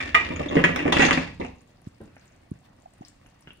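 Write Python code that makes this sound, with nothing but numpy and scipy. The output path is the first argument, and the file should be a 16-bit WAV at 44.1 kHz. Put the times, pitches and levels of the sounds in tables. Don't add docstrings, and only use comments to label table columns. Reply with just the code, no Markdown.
import sys
import numpy as np
from scipy import signal
from scipy.fft import rfft, irfft, next_fast_len
from scipy.io import wavfile
from scipy.ndimage import uniform_filter1d, map_coordinates

SR = 44100
rng = np.random.default_rng(int(sys.argv[2]) if len(sys.argv) > 2 else 0)


def dump(signal):
    limited = np.clip(np.atleast_2d(signal).T, -1, 1)
    pcm = np.round(limited * 32767).astype(np.int16)
    wavfile.write(sys.argv[1], SR, pcm)


N = 158760
T = np.arange(SR * 3 // 4) / SR
BLOW_S = 0.02

# hz, gain_db
FIZZ = [(300, -21.5), (2000, 3.5), (3500, 1.5), (5500, -3.5), (7500, -6), (9200, -4), (11000, -17.5),
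        (13000, -16), (16000, -18.5)]
# centre_s, level_db (before layer trims), e_fold_s
SPURTS = [(1.702, -72.5, 0.016), (1.876, -65, 0.014), (2.035, -71, 0.0348), (2.24, -70.5, 0.036),
          (2.66, -67, 0.015), (3.069, -65.5, 0.033)]
# hz, gain_db
FLOOR = [(15, -53.5), (25, -5), (118, -2), (175, -5.5), (299, -11.5), (425, -20.5), (567, -12.5),
         (1150, -20.5), (1470, -24), (2000, -24.5), (3500, -39), (6000, -110)]
SIZZLE_DB, FIZZ_DB, CRACKLE_DB = -74.5, 6, 5.5
BUBBLE_DB, FLOOR_DB = -70.5, -61.5

# time_s, rumble_db, rasp_db, treble_db
SLIDE = [(0, -36.5, -25, -35), (0.121, -44.5, -42.5, -52), (0.281, -38, -37.5, -48),
         (.45, -34.5, -40.5, -52), (0.519, -23.5, -30.5, -45.5), (.61, -28.5, -43.5, -46.5),
         (.72, -35.5, -41, -52), (0.813, -34, -30.5, -47.5), (0.872, -25, -28.5, -50), (.95, -27, -39, -34),
         (1.032, -22, -23, -29), (1.09, -32, -31, -34.5), (1.188, -36.5, -38.5, -41.5),
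         (1.251, -46.5, -42, -52), (1.36, -67, -66, -65), (1.49, -52.5, -60, -55), (1.561, -70, -69.5, -92)]
# start_s, pitch_hz, rms_db (before the room), length_s
SQUEAKS = [(0.358, 6690, -41, 0.008), (0.483, 3486, -36, .012), (0.485, 6490, -48.5, .015),
           (0.544, 6660, -51, .01), (0.637, 6730, -38, .012), (0.922, 3464, -20, 0.01),
           (1.003, 6580, -33, .04), (1.056, 6350, -28, .014)]
SQUEAK_WOBBLE_PER_S = 740
SLIPS_PER_S, SLIP_SPREAD_DB, CATCHES_PER_S, CATCH_DB = 260, 4, 130, 3.5
# hz, gain_db
BOOM = [(24, -28.5), (38, -8), (55, -7), (80, 5), (110, -9), (200, -23), (600, -74)]
BOOM_DB, BOOM_FOLLOW = -44.5, 0.25

# start_s, thud_db, clack_db, tick_db, lid_ring_db, rack_ring_db, contact_t60_s
CONTACTS = [(0.003, -45, -29.5, -50.5, -29, -52, 0.0075), (0.1447, -31.5, -18.5, -25.5, -8.5, -33, 0.044),
            (0.305, -30, -38.5, -61, -34, -50, 0.092), (0.361, -42.5, -36, -46, -56, -61.5, 0.0054),
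            (0.403, -28.5, -49, -62, -58, -63, 0.014), (0.428, -49, -34, -45, -39, -43.5, 0.036),
            (0.567, -17, -30, -50, -43, -19, 0.021), (0.587, -27.5, -24, -43, -34, -27.5, 0.061),
            (0.6396, -23, -17.5, -28.5, -27, -8.5, 0.039), (0.691, -27, -29.5, -58.5, -44, -31.5, 0.0054),
            (0.7604, -32, -24, -30, -39, -39, 0.0044), (0.7915, -40, -25.5, -48, -51, -42, 0.0034),
            (0.8555, -23, -40.5, -58, -45.5, -37, 0.02), (0.9229, -25, -17, -22, -36, -25, 0.02),
            (0.9671, -20.5, -19, -33.5, -31, -17.5, 0.0095), (0.9943, -18, -17, -27, -28, -14, 0.011),
            (1.004, -37, -19.5, -29, -39, -24.5, 0.016), (1.0194, -29, -13, -24, -27.5, -21.5, 0.053),
            (1.041, -30, -18, -29, -29.5, -26.5, 0.011), (1.087, -30, -21.5, -34, -54, -34, 0.0045),
            (1.109, -25.5, -13.5, -29.5, -36, -29, 0.0035), (1.128, -27.5, -32.5, -24, -38, -22, 0.033),
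            (1.1744, -25.5, -20, -63, -50, -42.5, 0.0072), (1.398, -30.5, -48, -45.5, -63, -62.5, 0.064),
            (1.413, -34.5, -33, -63, -63, -54, 0.0074), (1.448, -57.5, -35, -51, -62, -52, 0.0031)]
# pitch_hz, level_db (before scatter), t60_s (before the grip)
LID = [(1227, -5, 0.22), (1610, -12, .25), (1917, 1.5, 0.44), (2100, 2, 0.19), (2116, -17.5, .15),
       (2337, 4.5, 0.3), (2372, -6.5, 0.16), (2413, -2, 0.3), (2600, -9, 0.11), (2792, -13, 0.25),
       (2905, -6.5, 0.17), (3560, -16.5, .45)]
# pitch_hz, level_db (before scatter), t60_s
RACK = [(1196, -14, 0.08), (1697, -5.5, 0.35), (1810, -7, .12), (1921, 4, 0.26), (1927, -4, 0.2),
        (2214, -8.5, .15), (2500, -4.5, 0.25), (2735, -2, 0.22), (3280, -17.5, 0.21)]
# pitch_hz, level_db (before scatter), t60_s
WORKTOP = [(135, -11, 0.31), (171.7, 4.5, 0.2), (223.7, -6, 0.077), (257.9, 2.5, 0.54), (284, -0.5, 0.13),
           (451.4, 1.5, 0.15), (531, -9, 0.35), (572, -3, 0.27)]
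# hz, gain_db
THUD = [(25, -43.5), (60, -31), (110, -24), (165, -8), (260, -1), (480, -2), (700, -6), (1200, -13.5),
        (3000, -97.5)]
# hz, gain_db
CLACK = [(60, -39.5), (400, -10), (700, 5), (1250, -2.5), (1750, 5), (2700, 6), (3400, -13.5),
         (5000, -27.5), (9000, -35.5), (16000, -71)]
# hz, gain_db
TICK = [(200, -48), (2200, -18), (3400, 10.5), (5000, 2), (6800, -1.5), (9000, -9.5), (11000, -19.5),
        (13000, -43.5), (16000, -54)]
THUD_DB, CLACK_DB, TICK_DB, LID_DB, RACK_DB = -4, -2, -6.5, 1.5, -2
WORKTOP_DB, THUMP_DB = -7, -6
THUMP_HZ, THUMP_T60_S, THUMP_WET_DB = 278, 0.03, -6.5
GRIP_S, GRIP_T60_S = 0.13, 0.086
CHATTER, CHATTER_PER_S, CHATTER_T60_S = 0.8, 700, 0.16
SNAP_S, SNAP_DB, SNAP_T60_S, SNAP_WET_DB = 0.7612, -28.5, 0.0038, -14
LID_WET_DB, METAL_WET_DB = 5, -3
CLICK_DRY_DB, CLICK_T60_S = 9, 0.005

# centre_s, pitch_hz, peak_db (before room and pan), e_fold_s
PLOPS = [(1.872, 181, -27.5, 0.0018), (2.517, 200, -22, 0.0017), (2.687, 847, -48, 0.0031),
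         (2.861, 755, -31, 0.0027), (3.011, 239, -34, 0.00216), (3.022, 775, -32, 0.0024)]
# hz, gain_db
PLOP_BODY = [(35, -16), (90, 4), (140, 3), (500, -5)]
PLOP_WET_DB = -16.5

# time_s, level_db (before wobble)
SWISH = [(2.02, -79), (2.07, -66), (2.27, -62), (2.44, -69.5), (2.52, -91.5), (2.85, -72), (3.0, -66),
         (3.15, -73), (3.3, -69), (3.42, -68), (3.52, -59.5), (3.6, -84.5)]
# hz, gain_db
SWISH_COLOUR = [(200, -28), (800, -11), (1600, -0.5), (2700, 0.5), (3500, -20), (8000, -37)]
# start_s, thud_db, clack_db, tick_db,
# contact_t60_s
SPOON = [(2.003, -43, -58, -69.5, 0.21), (2.166, -56, -53, -85, 0.0038), (3.262, -67, -71, -59, 0.0055),
         (3.4735, -52, -54.5, -50.5, 0.0015), (3.48, -61, -63, -57, 0.0067),
         (3.5059, -61, -68, -46.5, 0.0025)]
# hz, gain_db
SPOON_COLOURS = ([(40, -16), (150, -1.5), (280, 3), (560, -7), (1000, -14.5), (2500, -83)], [(200, -29),
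                 (800, -23), (1400, 9), (2400, 0.5), (3300, -18), (4200, -41.5)], [(300, -19), (1900, -5),
                 (2900, 6.5), (4600, -41), (16000, -52.5)])
SPOON_WET_DB = -2

# hz, t60_s
ROOM = [(60, 1), (170, 0.6), (300, 0.23), (700, 0.39), (2000, 0.36), (5000, 0.46), (12000, 0.22)]
# hz, correlation
ALIKE = [(60, 0.98), (130, 0.96), (290, 0.79), (640, -0.27), (1400, 0.4), (3000, 0.025)]
EARLY_DB, EARLY_T60_S = 5, 0.049
LID_LAG_S, PAN_LAG_S, PLOP_LAG_S = 0.00061, -0.00008, 0.00057
# hz, gain_db
LEFT_MIC = [(100, 2), (400, 2.5), (1200, -1.5), (2400, -4.5), (4500, 1.5), (8000, -2), (15000, 3)]
# hz, gain_db
RIGHT_MIC = [(100, 2.5), (400, 3.5), (1200, 0.5), (2400, -5), (4500, -2), (6800, -12), (8400, -22.5),
             (10500, -17), (15000, 0.5)]
TOP_HZ = 15750


def amp(db):
    return 10 ** (np.asarray(db) / 20)


def unit(x):
    return x / np.sqrt(np.mean(x ** 2) + 1e-20)


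def along(points, hz):
    point_hz, values = np.transpose(points)
    return np.interp(np.log(hz + 1), np.log(np.maximum.accumulate(point_hz) + 1), values)


def curves(rows):
    time_s, *columns = np.transpose(rows)
    return [np.interp(np.arange(N) / SR, time_s, column) for column in columns]


def wobble(knots_per_s):
    return map_coordinates(rng.standard_normal(400), [np.arange(N) * knots_per_s / SR], mode="wrap")


def add(out, start_s, x):
    i = max(round(start_s * SR), 0)
    out[..., i:i + x.shape[-1]] += x[..., :N - i]


def coloured(x, spectrum, size=4096):
    cepstrum = irfft(np.log(amp(along(spectrum, np.fft.rfftfreq(size, 1 / SR)))))
    cepstrum[1:size // 2] *= 2
    cepstrum[size // 2 + 1:] = 0
    ir = irfft(np.exp(rfft(cepstrum)))
    return signal.fftconvolve(x, ir if x.ndim == 1 else ir[None], axes=-1)[..., :x.shape[-1]]


def diffuse(size):
    m = next_fast_len(size)
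    likeness = along(ALIKE, np.fft.rfftfreq(m, 1 / SR))
    turn = np.arccos(np.clip(likeness, -1, 1)) / 2
    noise = rfft(rng.standard_normal((2, m)))
    mid, side = irfft(noise * [np.cos(turn), np.sin(turn)], m)[:, :size]
    return np.array([mid + side, mid - side])


def kitchen(x, lag_s, wet_db):
    hz, t, z = signal.stft(diffuse(len(T)), SR, nperseg=256)
    late = amp(-60 * t / along(ROOM, hz)[:, None])
    early = amp(EARLY_DB - 60 * t / EARLY_T60_S)
    tail = signal.istft(z * (late + early) * (t > 0), SR, nperseg=256)[1]
    out = amp(wet_db) * signal.fftconvolve(x[None], tail / np.linalg.norm(tail[0]), axes=1)
    for ear, delay_s in zip(out, (lag_s, -lag_s)):
        ear[max(round(delay_s * SR), 0):][:len(x)] += x
    return out / np.sqrt(1 + amp(wet_db) ** 2 / 2)


def blow(x):
    return x / np.sqrt(np.sum(x[:round(2 * BLOW_S * SR)] ** 2) / (BLOW_S * SR))


def knock(levels_db, colours, t60_s):
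    force = rng.standard_normal(len(T)) * amp(-60 * T / t60_s)
    force[0] = np.linalg.norm(force) * np.exp(-t60_s / BLOW_S)
    return sum(amp(db) * blow(coloured(force, part)) for db, part in zip(levels_db, colours))


def ring(modes, scatter_db=2.0, damp_db=5, damp_t60_s=0.023, attack_s=0.00033, chatter=0):
    tones = 0
    for (hz, db, t60_s), (level, phase) in zip(modes, rng.standard_normal((len(modes), 2))):
        decay = amp(db + scatter_db * level - 60 * T / t60_s)
        tones = tones + decay * np.sin(2 * np.pi * hz * T + np.pi * phase)
    jolts = map_coordinates(rng.standard_normal(CHATTER_PER_S), [T * CHATTER_PER_S])
    rough = 1 + chatter * jolts * amp(-60 * T / CHATTER_T60_S)
    first_strength = 1 + amp(damp_db - 60 * T / damp_t60_s)
    return blow(rough * tones * first_strength * (1 - np.exp(-T / attack_s)))


def grains(count, hz, spread, cycles, size_db, rise, size):
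    chance = rng.random((count, 2))
    pitch_hz = np.minimum(hz * np.exp(spread * rng.standard_normal((count, 1))), SR / 4)
    k = np.arange(size)
    turns = pitch_hz * k / SR
    age = turns / cycles
    level = amp(-size_db * np.log(0.0066 + chance[:, 1:]))
    envelope = np.exp(-age) * (1 - np.exp(-2 * turns))
    waves = level * envelope * np.sin(2 * np.pi * turns * (1 + rise * np.tanh(age / 2)))
    places = (chance[:, :1] * N).astype(int) + k
    return unit(np.bincount(places.ravel(), waves.ravel(), N)[:N])


def simmer(churn_db=2, wet_db=-5):
    t = np.arange(N) / SR
    jets = sum((amp(db) * np.exp(-((t - s) / e_fold_s) ** 2)) ** 2 for s, db, e_fold_s in SPURTS)
    level = np.sqrt(amp(SIZZLE_DB) ** 2 + jets)
    crackle = grains(count=2200, hz=6700, spread=0.19, cycles=2.5, size_db=8.0, rise=0.11, size=200)
    bubbles = grains(count=420, hz=1110, spread=0.35, cycles=1.8, size_db=-5.5, rise=0.076, size=1200)
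    grainy = level * amp(CRACKLE_DB) * crackle + amp(BUBBLE_DB) * bubbles
    near = kitchen(grainy, PAN_LAG_S, wet_db)[:, :N]
    flutter = amp(1.3 * wobble(60))
    fizz = level * amp(FIZZ_DB) * flutter * unit(coloured(diffuse(N), FIZZ))
    churning = amp(FLOOR_DB + churn_db * wobble(69)) * unit(coloured(diffuse(N), FLOOR))
    return near + fizz + churning


def lid_slide(metal_db=-4, slide_db=-2, wet_db=-1):
    slips = (rng.random(N) < SLIPS_PER_S / SR) * rng.choice([-1, 1], N)
    slips = slips * amp(SLIP_SPREAD_DB * rng.standard_normal(N))
    slips = slips * amp(CATCH_DB * wobble(CATCHES_PER_S))
    parts = zip(curves(SLIDE), (THUD, CLACK, TICK))
    rumble, rasp, treble = (amp(db) * unit(coloured(slips, part)) for db, part in parts)
    metal = signal.fftconvolve(rasp, ring(LID) / 2 + ring(RACK))[:N]
    out = amp(slide_db) * (rumble + rasp + treble + amp(metal_db) * rasp.std() * unit(metal))
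    for start_s, hz, db, length_s in SQUEAKS:
        t = T[T < length_s]
        phase = 2 * np.pi * hz * t + wobble(SQUEAK_WOBBLE_PER_S)[:len(t)]
        add(out, start_s, amp(db) * 2 * np.sin(np.pi * t / length_s) * np.sin(phase))
    return kitchen(out, LID_LAG_S, wet_db)[:, :N]


def cabinet():
    rumble_db = curves(SLIDE)[0]
    sliding = np.arange(N) < SLIDE[-1][0] * SR
    level_db = BOOM_DB + BOOM_FOLLOW * (rumble_db - rumble_db[sliding].mean())
    swell = amp(level_db) * uniform_filter1d(sliding * 1.0, SR // 20)
    return swell * unit(coloured(rng.standard_normal(N), BOOM))


def lid_contacts():
    out = np.zeros((2, N))
    grip = amp(-60 * np.maximum(T - GRIP_S, 0) / GRIP_T60_S)
    for start_s, thud, clack, tick, lid, rack, t60_s in CONTACTS:
        hit = knock((thud + THUD_DB, clack + CLACK_DB, tick + TICK_DB), (THUD, CLACK, TICK), t60_s)
        lid_ring = grip * ring(LID, damp_db=9, damp_t60_s=0.095, chatter=CHATTER)
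        rack_ring = ring(RACK, damp_db=7, damp_t60_s=0.098, chatter=CHATTER)
        metal = amp(lid + LID_DB) * lid_ring + amp(rack + RACK_DB) * rack_ring
        wood_ring = ring(WORKTOP, damp_db=8.5, damp_t60_s=0.23, attack_s=0.0032)
        wood = amp(thud + WORKTOP_DB) * wood_ring
        thump = blow(np.sin(2 * np.pi * THUMP_HZ * T) * amp(-60 * T / THUMP_T60_S))
        wet_db = LID_WET_DB - CLICK_DRY_DB * np.exp(-t60_s / CLICK_T60_S)
        add(out, start_s, kitchen(hit + wood, LID_LAG_S, wet_db))
        add(out, start_s, kitchen(metal, LID_LAG_S, METAL_WET_DB))
        add(out, start_s, kitchen(amp(thud + THUMP_DB) * thump, LID_LAG_S, THUMP_WET_DB))
    snap = amp(SNAP_DB - 60 * T / SNAP_T60_S) * rng.standard_normal(len(T))
    add(out, SNAP_S, kitchen(snap, LID_LAG_S, SNAP_WET_DB))
    return out


def plops():
    out = np.zeros((2, N))
    t = T - BLOW_S
    for centre_s, hz, db, e_fold_s in PLOPS:
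        pulse = amp(db) * np.exp(-(t / e_fold_s) ** 2) * np.cos(2 * np.pi * hz * t)
        add(out, centre_s - BLOW_S, kitchen(pulse, PLOP_LAG_S, PLOP_WET_DB))
    return coloured(out, PLOP_BODY)


def spoon():
    level_db, = curves(SWISH)
    out = amp(level_db + wobble(70)) * unit(coloured(diffuse(N), SWISH_COLOUR))
    for start_s, thud, clack, tick, t60_s in SPOON:
        hit = knock((thud, clack, tick), SPOON_COLOURS, t60_s)
        add(out, start_s, kitchen(hit, PAN_LAG_S, SPOON_WET_DB))
    return out


def scene():
    return simmer() + lid_slide() + cabinet() + lid_contacts() + plops() + spoon()


def record(dry):
    pair = np.array([coloured(dry[0], LEFT_MIC), coloured(dry[1], RIGHT_MIC)])
    m = next_fast_len(N + SR // 2)
    passband = np.fft.rfftfreq(m, 1 / SR) < TOP_HZ
    return irfft(rfft(pair, m) * passband, m)[:, :N]


dry = scene()
out = record(dry)
dump(out)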